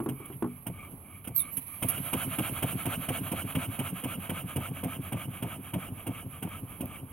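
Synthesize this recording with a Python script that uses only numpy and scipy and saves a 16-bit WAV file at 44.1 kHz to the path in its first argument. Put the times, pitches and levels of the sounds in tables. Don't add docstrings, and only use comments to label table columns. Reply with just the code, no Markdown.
import sys
import numpy as np
from scipy import signal
from scipy.fft import rfft, irfft, next_fast_len
from scipy.io import wavfile
from scipy.ndimage import map_coordinates

SR = 44100
rng = np.random.default_rng(int(sys.argv[2]) if len(sys.argv) > 2 else 0)


def transcribe(signal):
    frames = np.atleast_2d(signal).T
    limited = np.clip(frames, -1, 1)
    pcm = np.round(limited * 32767).astype(np.int16)
    wavfile.write(sys.argv[1], SR, pcm)


N = 313992
TIME = np.arange(N) / SR
FULL_DB = -35
DOWN_STROKE, UP_STROKE = (0.35, 0.22, 0.095), (0.81, 0.15, 0.14)
# start_s, down_stroke_share, spit_db, bark_db, knock_db, down_chuff_db, up_chuff_db
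TURNS = [(0.086, .42, -34.5, -42, -32, 4.5, -3), (0.6654, 0.4, -32, -40.5, -31, 7, 1),
         (1.2715, 0.51, -34.5, -44, -32, 7, 0.5), (1.823, .52, -26, -31.5, -29, 1, -6.5),
         (2.1286, 0.5, -26.5, -28.5, -28.5, -0.5, -3), (2.384, .5, -28, -30.5, -28.5, -0.5, -3),
         (2.6234, 0.49, -26.5, -30, -28, -1, -3.5), (2.8534, 0.49, -29.5, -32, -30, 0, -4),
         (3.0852, 0.49, -28.5, -32.5, -29.5, 1, -3.5), (3.315, 0.5, -30, -37, -29.5, -0.5, -3),
         (3.5495, 0.49, -31, -32.5, -30, 1.5, -2.5), (3.7888, 0.49, -31, -34.5, -29.5, 0, -3),
         (4.036, 0.49, -32, -37, -30, 0.5, -2.5), (4.293, .5, -31, -34, -30, 1.5, -2),
         (4.5586, .5, -31, -36.5, -29.5, 1, -2.5), (4.834, 0.49, -32.5, -38, -29.5, 1, -1.5),
         (5.1211, 0.47, -34, -37, -29.5, 2, -1.5), (5.423, 0.48, -34.5, -37, -29.5, 2.5, -2),
         (5.7349, 0.49, -34, -36, -29, 1.5, -2), (6.066, 0.49, -33.5, -38.5, -29.5, 2, -2.5),
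         (6.424, 0.48, -34, -39, -30.5, 2.5, -3.5), (6.8056, 0.5, -35, -42, -30, 1.5, -7)]
# pitch_hz, width_hz, level_db
RODS = [(324, 150, -5.5), (526.6, 43, 19), (688, 224, 20.5), (902, 49, 13), (2440, 550, 19)]
# frequency_hz, level_db
LEAK = [(3000, -21), (6000, -4.5), (9000, -8), (10300, 2.5), (11000, 10), (11700, 4.5), (12300, -4),
        (13100, 5), (14100, -44), (15600, -1.5)]
# frequency_hz, level_db
FIZZ = [(3500, -62), (5000, 3.5), (8000, 1), (9300, 6.5), (10300, 1), (11700, 5), (13000, 2), (14100, -9),
        (15600, 1)]


def amp(db):
    return 10 ** (np.asarray(db) / 20)


def unit(x):
    return x / np.sqrt(np.mean(x ** 2) + 1e-20)


def along(points, hz):
    frequencies, values = np.transpose(points)
    return np.interp(np.log(hz + 1), np.log(frequencies + 1), values)


def curve(points, at=TIME):
    return np.interp(at, *np.transpose(points))


def wobble(rate):
    return map_coordinates(rng.standard_normal(int(N * rate / SR) + 4), [TIME * rate])


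def filtered(x, response):
    size = next_fast_len(N + SR // 2)
    return irfft(rfft(x, size) * response(np.fft.rfftfreq(size, 1 / SR)), size)[..., :N]


def ring(x, modes, soft_hz, alternate=False):
    def body(hz):
        contact = 1 / (1 + np.sqrt(2) * 1j * hz / soft_hz - (hz / soft_hz) ** 2)
        return contact * sum(
            (-1) ** (k * alternate) * amp(db) * 1j * hz * width / (pitch ** 2 - hz ** 2 + 1j * hz * width)
            for k, (pitch, width, db) in enumerate(modes))
    onset = irfft(body(np.arange(SR // 2 + 1.)))[:round(.015 * SR)]
    return filtered(x, body) / np.sqrt(np.mean(onset ** 2))


def rush(spectrum):
    # frequency_hz, correlation
    likeness = [(25, 0.78), (100, 1), (300, 0.97), (700, 0.91), (1400, 0.47), (3100, 1), (7000, 0.02),
                (15000, 0.3)]
    def colour(hz):
        spread = np.arccos(np.clip(along(likeness, hz), -1, 1)) / 2
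        return amp(along(spectrum, hz)) * [np.cos(spread), np.sin(spread)]
    mid, side = filtered(rng.standard_normal((2, N)), colour)
    return unit(np.array([mid + side, mid - side]))


def band(hz, width_hz):
    phase = 2 * np.pi * np.cumsum(np.broadcast_to(hz, N)) / SR
    return unit(wobble(width_hz) * np.cos(phase) + wobble(width_hz) * np.sin(phase))


def burst(start_s, length_s, steep=1):
    age = np.clip(2 * (TIME - start_s) / length_s, 0, 20)
    return (age * np.exp(1 - age)) ** steep


def dead_centres():
    s = np.array(TURNS)[:, 0]
    return np.r_[2 * s[0] - s[1], s, s[-1] + 1.07 * (s[-1] - s[-2])]


def half_turns():
    upper = dead_centres()
    down_share = np.r_[.5, np.array(TURNS)[:, 1]]
    lower = upper[:-1] + down_share * np.diff(upper)
    times = np.r_[np.column_stack([upper[:-1], lower]).ravel(), upper[-1]]
    return times, np.arange(len(times)) / 2 - 1


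def crank():
    return np.interp(TIME, *half_turns())


def pressure():
    idle_db, open_s, opening_s = -56, 1.688, 0.41
    run_out_s, sag_db_per_s = 2.96, 3
    boiler_db = FULL_DB - sag_db_per_s * np.maximum(TIME - run_out_s, 0)
    throttle = np.sin(np.pi / 2 * np.clip((TIME - open_s) / opening_s, 0, 1))
    return idle_db + throttle * (boiler_db - idle_db)


def opening(widest, rise, fall):
    past = (crank() - widest + .5) % 1 - .5
    return np.exp(-(past / np.where(past < 0, rise, fall)) ** 2)


def ports(down_db, up_db):
    seepage = amp(-16 + .2 * (pressure() - FULL_DB))
    down = amp(down_db) * opening(*DOWN_STROKE)
    up = amp(up_db) * opening(*UP_STROKE)
    return 10 * np.log10(seepage ** 2 + down ** 2 + up ** 2)


def open_air():
    # frequency_hz, level_db
    yard = [(25, -12), (50, -5), (130, -6), (200, -8), (400, -13.5), (1200, -15.5), (1800, -31),
            (2500, -52), (4000, -36), (16000, -82)]
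    return amp(-57 + 2.5 * wobble(7)) * rush(yard)


def gland():
    # time_s, level_db
    leak_levels = [(0.0, -49.5), (1.02, -51), (1.31, -54), (1.57, -42), (2.04, -37), (4.24, -54.5),
                   (6.45, -52.5), (6.72, -48.5), (7.12, -54)]
    # pitch_hz, width_hz, level_db
    cavity = [(990, 130, -5), (2320, 600, -5.5), (4070, 610, -10), (10150, 230, 1), (11260, 230, -0.5),
              (13500, 180, -2), (14300, 82, -14)]
    # pitch_hz, level_db
    pitches = [(9878, -10), (10676, -23), (10889, 2.5), (11009, -7), (11111, -8.5), (11643, 5),
               (11760, 3.5), (11948, -8), (12259, 0), (12383, -8), (12602, -16), (12887, -12)]
    note_modes = [(hz, 25, db) for hz, db in pitches]
    hollow = unit(ring(rng.standard_normal((2, N)), cavity, soft_hz=18200))
    notes = unit(ring(rng.standard_normal((2, N)), note_modes, soft_hz=18200, alternate=True))
    hiss = rush(LEAK) + amp(-5) * notes
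    leak = amp(curve(leak_levels) + 1.8 * wobble(40))
    stroke = amp(pressure() + 0.5 * ports(down_db=4, up_db=4.5) + 0.42 * wobble(180) - 5.5)
    wet_end = amp(1.31 * pressure() + 11.5) * opening(widest=0.46, rise=0.16, fall=0.062) * rush(FIZZ)
    return np.hypot(amp(-2.5) * leak, stroke) * hiss + amp(-8.5) * leak * hollow + wet_end


def whistles():
    # start_s, end_s, from_hz, to_hz, level_db
    glides = [(-.08, .1, 11330, 10980, -49), (.1, .26, 10500, 10020, -50), (.12, .23, 12230, 11860, -49),
              (.28, .45, 11720, 11100, -51), (.55, .66, 11150, 12100, -51), (.9, 1.25, 10880, 11200, -54),
              (1.425, 1.52, 10900, 11150, -43), (1.51, 1.565, 11850, 11800, -33)]
    sound = np.zeros(N)
    for start, end, from_hz, to_hz, db in glides:
        progress = np.clip((TIME - start) / (end - start), 0, 1)
        hz = (from_hz + (to_hz - from_hz) * progress) * (1 + .0025 * wobble(120))
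        envelope = amp(db + 2 * wobble(60)) * np.sin(np.pi * progress)
        sound += envelope * np.sin(2 * np.pi * np.cumsum(hz) / SR)
    return sound


def clunks():
    # start_s, level_db
    slaps = [(0.002, -32.5), (0.061, -33), (.09, -46), (.123, -51), (0.203, -45), (0.301, -45),
             (0.424, -29), (.443, -40.5), (.462, -46)]
    # pitch_hz, width_hz, level_db
    link = [(134.3, 3.4, 16), (184, 6.4, 8), (243.4, 7.9, 14.5), (289, 7.1, 10), (330, 75, 9.5),
            (420, 11.2, 6.5), (794, 350, -11.5), (1160, 136, -2.5), (1320, 125, -4)]
    bounce_s, bounce_loss_db = 0.018, 9.5
    blows, chatter = np.zeros((2, N))
    for first_s, first_db in slaps:
        for bounce in range(3):
            s, db = first_s + bounce * bounce_s, first_db - bounce * bounce_loss_db
            blows[round(s * SR)] = amp(db)
            chatter += amp(db) * burst(s, length_s=0.0078, steep=0.64)
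    cracks = sum(amp(db) * burst(s, length_s=0.0038) for s, db in slaps)
    body = ring(blows + amp(-28) * chatter * rng.standard_normal(N), link, soft_hz=1300, alternate=True)
    return body + amp(-7.5) * cracks * rng.standard_normal(N)


def spits():
    # start_s, hiss_db, bark_db, length_s
    sputters = [(0.035, -43, -66, 0.0055), (0.255, -38.5, -48, 0.0076), (0.322, -49, -51.5, 0.02),
                (0.904, -46.5, -60.5, 0.028), (1.242, -40, -47, 0.016), (1.567, -25.5, -44, 0.015),
                (1.884, -19.5, -45, 0.009), (1.893, -26.5, -42, 0.018), (1.976, -46, -37, 0.013)]
    # frequency_hz, level_db
    throat = [(600, -1.5), (1500, 0), (1900, -6), (2250, 3.5), (2600, 1.5), (2950, 8), (3500, -5),
              (5000, -15.5), (8000, -38)]
    attack_s, hold_until_s, release_s = 0.0037, 0.012, 0.0071
    fizz, bark, drops = np.zeros((3, N))
    for s, db, bark_db, length_s in sputters:
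        shape = burst(s, length_s, steep=1.1)
        drops += amp(db) * shape
        bark += amp(bark_db) * shape
    for s, _, db, bark_db, *_ in TURNS:
        age = np.maximum(TIME - s, 0)
        shape = np.minimum(age / attack_s, 1) * np.exp(-np.clip((age - hold_until_s) / release_s, 0, 20))
        fizz += amp(db) * shape
        bark += amp(bark_db) * shape
    spatter = amp(wobble(760))
    steam = fizz * rush(FIZZ) + bark * rush(throat)
    return spatter * (steam + drops * (rush(LEAK) + amp(-17) * rush(FIZZ)))


def knock_cues():
    # place_turns, lag_s, swell_s, thump_db, bump_db, clack_db,
    # weight_db_per_speed_doubling, clack_db_per_speed_doubling
    pattern = [(0, 0, 0.0017, -4.5, -1.5, -14, 0.5, .5), (.02, 0.0081, 0.0036, -5.5, -5.5, -18, 4.5, 4),
               (.05, .009, 0.0053, 0.5, -7, -11.5, 3, 7), (.47, -.002, 0.0022, -14, -12.5, -20, 7, 9),
               (.52, .0135, 0.011, -1.5, -9, -25, 5.5, 9)]
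    running_turns_per_s, slack_from_s = 4.18, 4.5
    times, turns = half_turns()
    periods = np.diff(dead_centres())[1:]
    cues = []
    for turn, (s, _, _, _, db, _, _) in enumerate(TURNS):
        doublings = -np.log2(periods[turn] * running_turns_per_s)
        for place, lag, swell, thump_db, bump_db, clack_db, weight_grows, clack_grows in pattern:
            peak_s = np.interp(turn + place, turns, times) + lag
            weight_db = db + weight_grows * doublings
            bright_db = db + clack_grows * doublings
            cues.append((peak_s, swell, weight_db + thump_db, weight_db + bump_db, bright_db + clack_db))
        if s > slack_from_s:
            cues.append((s + 0.05, 0.1, db - 14.5, db - 12.5, db - 19))
    return cues


def knocks():
    # pitch_hz, width_hz, level_db
    frame_modes = [(111.3, 16, 4), (132.6, 15, 3.5), (175.2, 31.5, 8.5), (253, 30.5, 7)]
    # pitch_hz, width_hz, level_db
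    bearing_modes = [(250.6, 68, 3), (324, 85, -1.5), (492, 41, -20)]
    bounce_s, low_cut_hz = .0074, 85
    thumps, bumps, judder, rattle = np.zeros((4, N))
    cues = knock_cues()
    sample = lambda s: np.clip(np.round(s * SR).astype(int), 0, N - 1)
    contacts = np.arange(-3, 4)
    for s, swell, thump_db, bump_db, clack_db in cues:
        offsets = contacts * bounce_s + .0006 * rng.standard_normal(len(contacts)) * (contacts != 0)
        sizes = np.exp(-np.maximum(-offsets / swell, offsets / .007))
        thumps[sample(s + offsets)] -= amp(thump_db) * sizes
        bumps[sample(s)] += amp(bump_db)
        near = slice(*np.searchsorted(TIME, [s - .1, s + .1]))
        age = TIME[near] - s
        judder[near] += amp(thump_db) * np.exp(-np.maximum(-age / swell, age / .014))
        rattle[near] += amp(clack_db) * np.exp(-np.maximum(-age / .0035, age / .008))
    frame = ring(amp(-5) * thumps + amp(-34) * judder * rng.standard_normal(N), frame_modes, soft_hz=300)
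    frame = filtered(frame, lambda hz: -hz ** 2 / (low_cut_hz ** 2 - hz ** 2 + 1j * hz * low_cut_hz))
    bearing = amp(-3) * ring(bumps, bearing_modes, soft_hz=754, alternate=True)
    rods = ring(amp(-23) * rattle * rng.standard_normal(N), RODS, soft_hz=1270)
    ticks = sum(amp(clack_db) * burst(s, length_s=0.0032) for s, *_, clack_db in cues)
    return frame + bearing + rods + amp(-3) * ticks * rush(FIZZ)


def chuff_levels():
    *_, down_db, up_db = np.transpose(TURNS)
    turns, whole = crank(), np.arange(len(TURNS))
    return np.interp(turns, whole + DOWN_STROKE[0], down_db), np.interp(turns, whole + UP_STROKE[0], up_db)


def exhaust():
    # frequency_hz, level_db
    jet_colour = [(300, -59), (420, -4), (680, 8), (900, 1), (1100, 6.5), (1280, 5), (1600, 5.5),
                  (1900, -1.5), (2300, 8), (2550, 6.5), (3200, 6), (4200, -16), (7000, 2.5), (10000, -13.5)]
    # frequency_hz, level_db
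    plume_colour = [(25, -13), (60, -38), (80, -4), (96, 2), (112, -13.5), (140, -7), (190, -8.5),
                    (280, -11.5), (400, -23), (900, -36)]
    # place_turns, pitch_hz
    passage_notes = [(0, 1260), (.13, 1180), (.27, 1290), (.4, 1480), (.5, 1250), (.62, 1200), (.8, 1290),
                     (1, 1260)]
    rest_hz, pipe_hz, easy_running_db = 1181, 2294, -43
    place, pressure_db = crank() % 1, pressure()
    surplus_db = pressure_db - easy_running_db
    port_db = ports(*chuff_levels())
    flow = amp(pressure_db + port_db + 1.03 * wobble(90))
    jet = amp(0.2 * surplus_db) * rush(jet_colour)
    passage_hz = rest_hz + amp(pressure_db - FULL_DB) * (curve(passage_notes, place) - rest_hz)
    passage = amp(-.2 * surplus_db + .3 * port_db - 6.5) * band(passage_hz, width_hz=170)
    pipe = amp(-.55 * surplus_db + .45 * port_db - 9) * band(pipe_hz, width_hz=280)
    rasp = amp(pressure_db + surplus_db + 0.93 * port_db - 18) * band(4000, width_hz=1400)
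    plume_db = 0.56 * np.minimum(surplus_db, 0) + 0.6 * np.maximum(surplus_db, 0)
    plume = amp(plume_db + 0.6 * port_db - 47) * rush(plume_colour)
    cut_off = amp(pressure_db) * np.exp(-((place - .455) / 0.048) ** 2)
    rods = unit(ring(rng.standard_normal(N), RODS, soft_hz=1500))
    snap = cut_off * (amp(-14) * rods + amp(-6.5) * band(2900, width_hz=470))
    return flow * (jet + passage + pipe) + rasp + plume + snap


def scattered(x, t60_s=.018, level_db=-7):
    age = np.arange(SR // 10) / SR
    tail = rng.standard_normal((2, len(age))) * 1000 ** (-age / t60_s)
    tail /= np.linalg.norm(tail[0])
    return x + amp(level_db) * signal.fftconvolve(x[None], tail, axes=1)[:, :N]


def squeal():
    # time_s, pitch_hz
    pitches = [(1.346, 4800), (1.36, 4540), (1.37, 4160), (1.388, 4000), (1.402, 3710), (1.416, 3620),
               (1.428, 3600)]
    # pitch_multiple, level_db
    partials = [(1, -7), (2, -7.5), (3, 8.5), (3.5, -7), (4, 0)]
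    start_s, attack_s, hold_s, t60_s = 1.345, 0.016, 0.05, 0.096
    age = np.maximum(TIME - start_s, 0)
    hz = curve(pitches) * (1 + .023 * wobble(2500) + .016 * wobble(400))
    phase = 2 * np.pi * np.cumsum(hz) / SR
    release_db = -60 * np.maximum(age - attack_s - hold_s, 0) / t60_s
    envelope = np.minimum(age / attack_s, 1) * amp(-31 + release_db + 2.7 * wobble(400))
    tone = sum(amp(db) * np.sin(multiple * phase) for multiple, db in partials)
    hiss = amp(-26) * rush(LEAK) + amp(-33) * rush(FIZZ)
    fray = amp(-51) * burst(start_s + attack_s, length_s=0.071) * band(4100, width_hz=520)
    return scattered(envelope * tone) + envelope * hiss + fray


def pings():
    # start_s, level_db
    clicks = [(2.1527, -33), (2.407, -38), (2.645, -36), (2.8758, -39), (3.1066, -41), (3.3379, -41),
              (5.475, -40), (6.49, -37), (6.857, -33)]
    strikes = sum(amp(db) * burst(s, length_s=0.0017) for s, db in clicks)
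    return strikes * band(14000, width_hz=4500)


def scene():
    # frequency_hz, left_minus_right_db
    balance = [(100, 1), (200, -0.1), (700, -2.5), (1300, -1), (2400, 1), (4400, -2.5), (8100, -13.5),
               (10500, -21.5), (12500, -15), (15000, 3.5)]
    # frequency_hz, lead_radians
    leads = [(40, 0.033), (2400, 0.74), (16000, 2.03)]
    def placement(hz):
        lean = amp(np.outer([.5, -.5], along(balance, hz)))
        lead = np.exp(1j * np.outer([.5, -.5], along(leads, hz)))
        return lead * lean / np.sqrt(np.mean(lean ** 2, axis=0))
    sound = open_air() + gland() + whistles() + clunks() + spits() + knocks()
    sound += exhaust() + squeal() + pings()
    return filtered(sound, placement)


def record(dry):
    # frequency_hz, gain_db
    response = [(22, -9), (45, 4), (3300, -4), (3700, -9.5), (4200, -14.5), (4600, -17.5), (5600, -24),
                (6500, -15), (7150, -28), (7900, -12), (8700, -1.5)]
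    top_hz = 15850
    return filtered(dry, lambda hz: amp(along(response, hz)) * (hz < top_hz))


dry = scene()
out = record(dry)
transcribe(out)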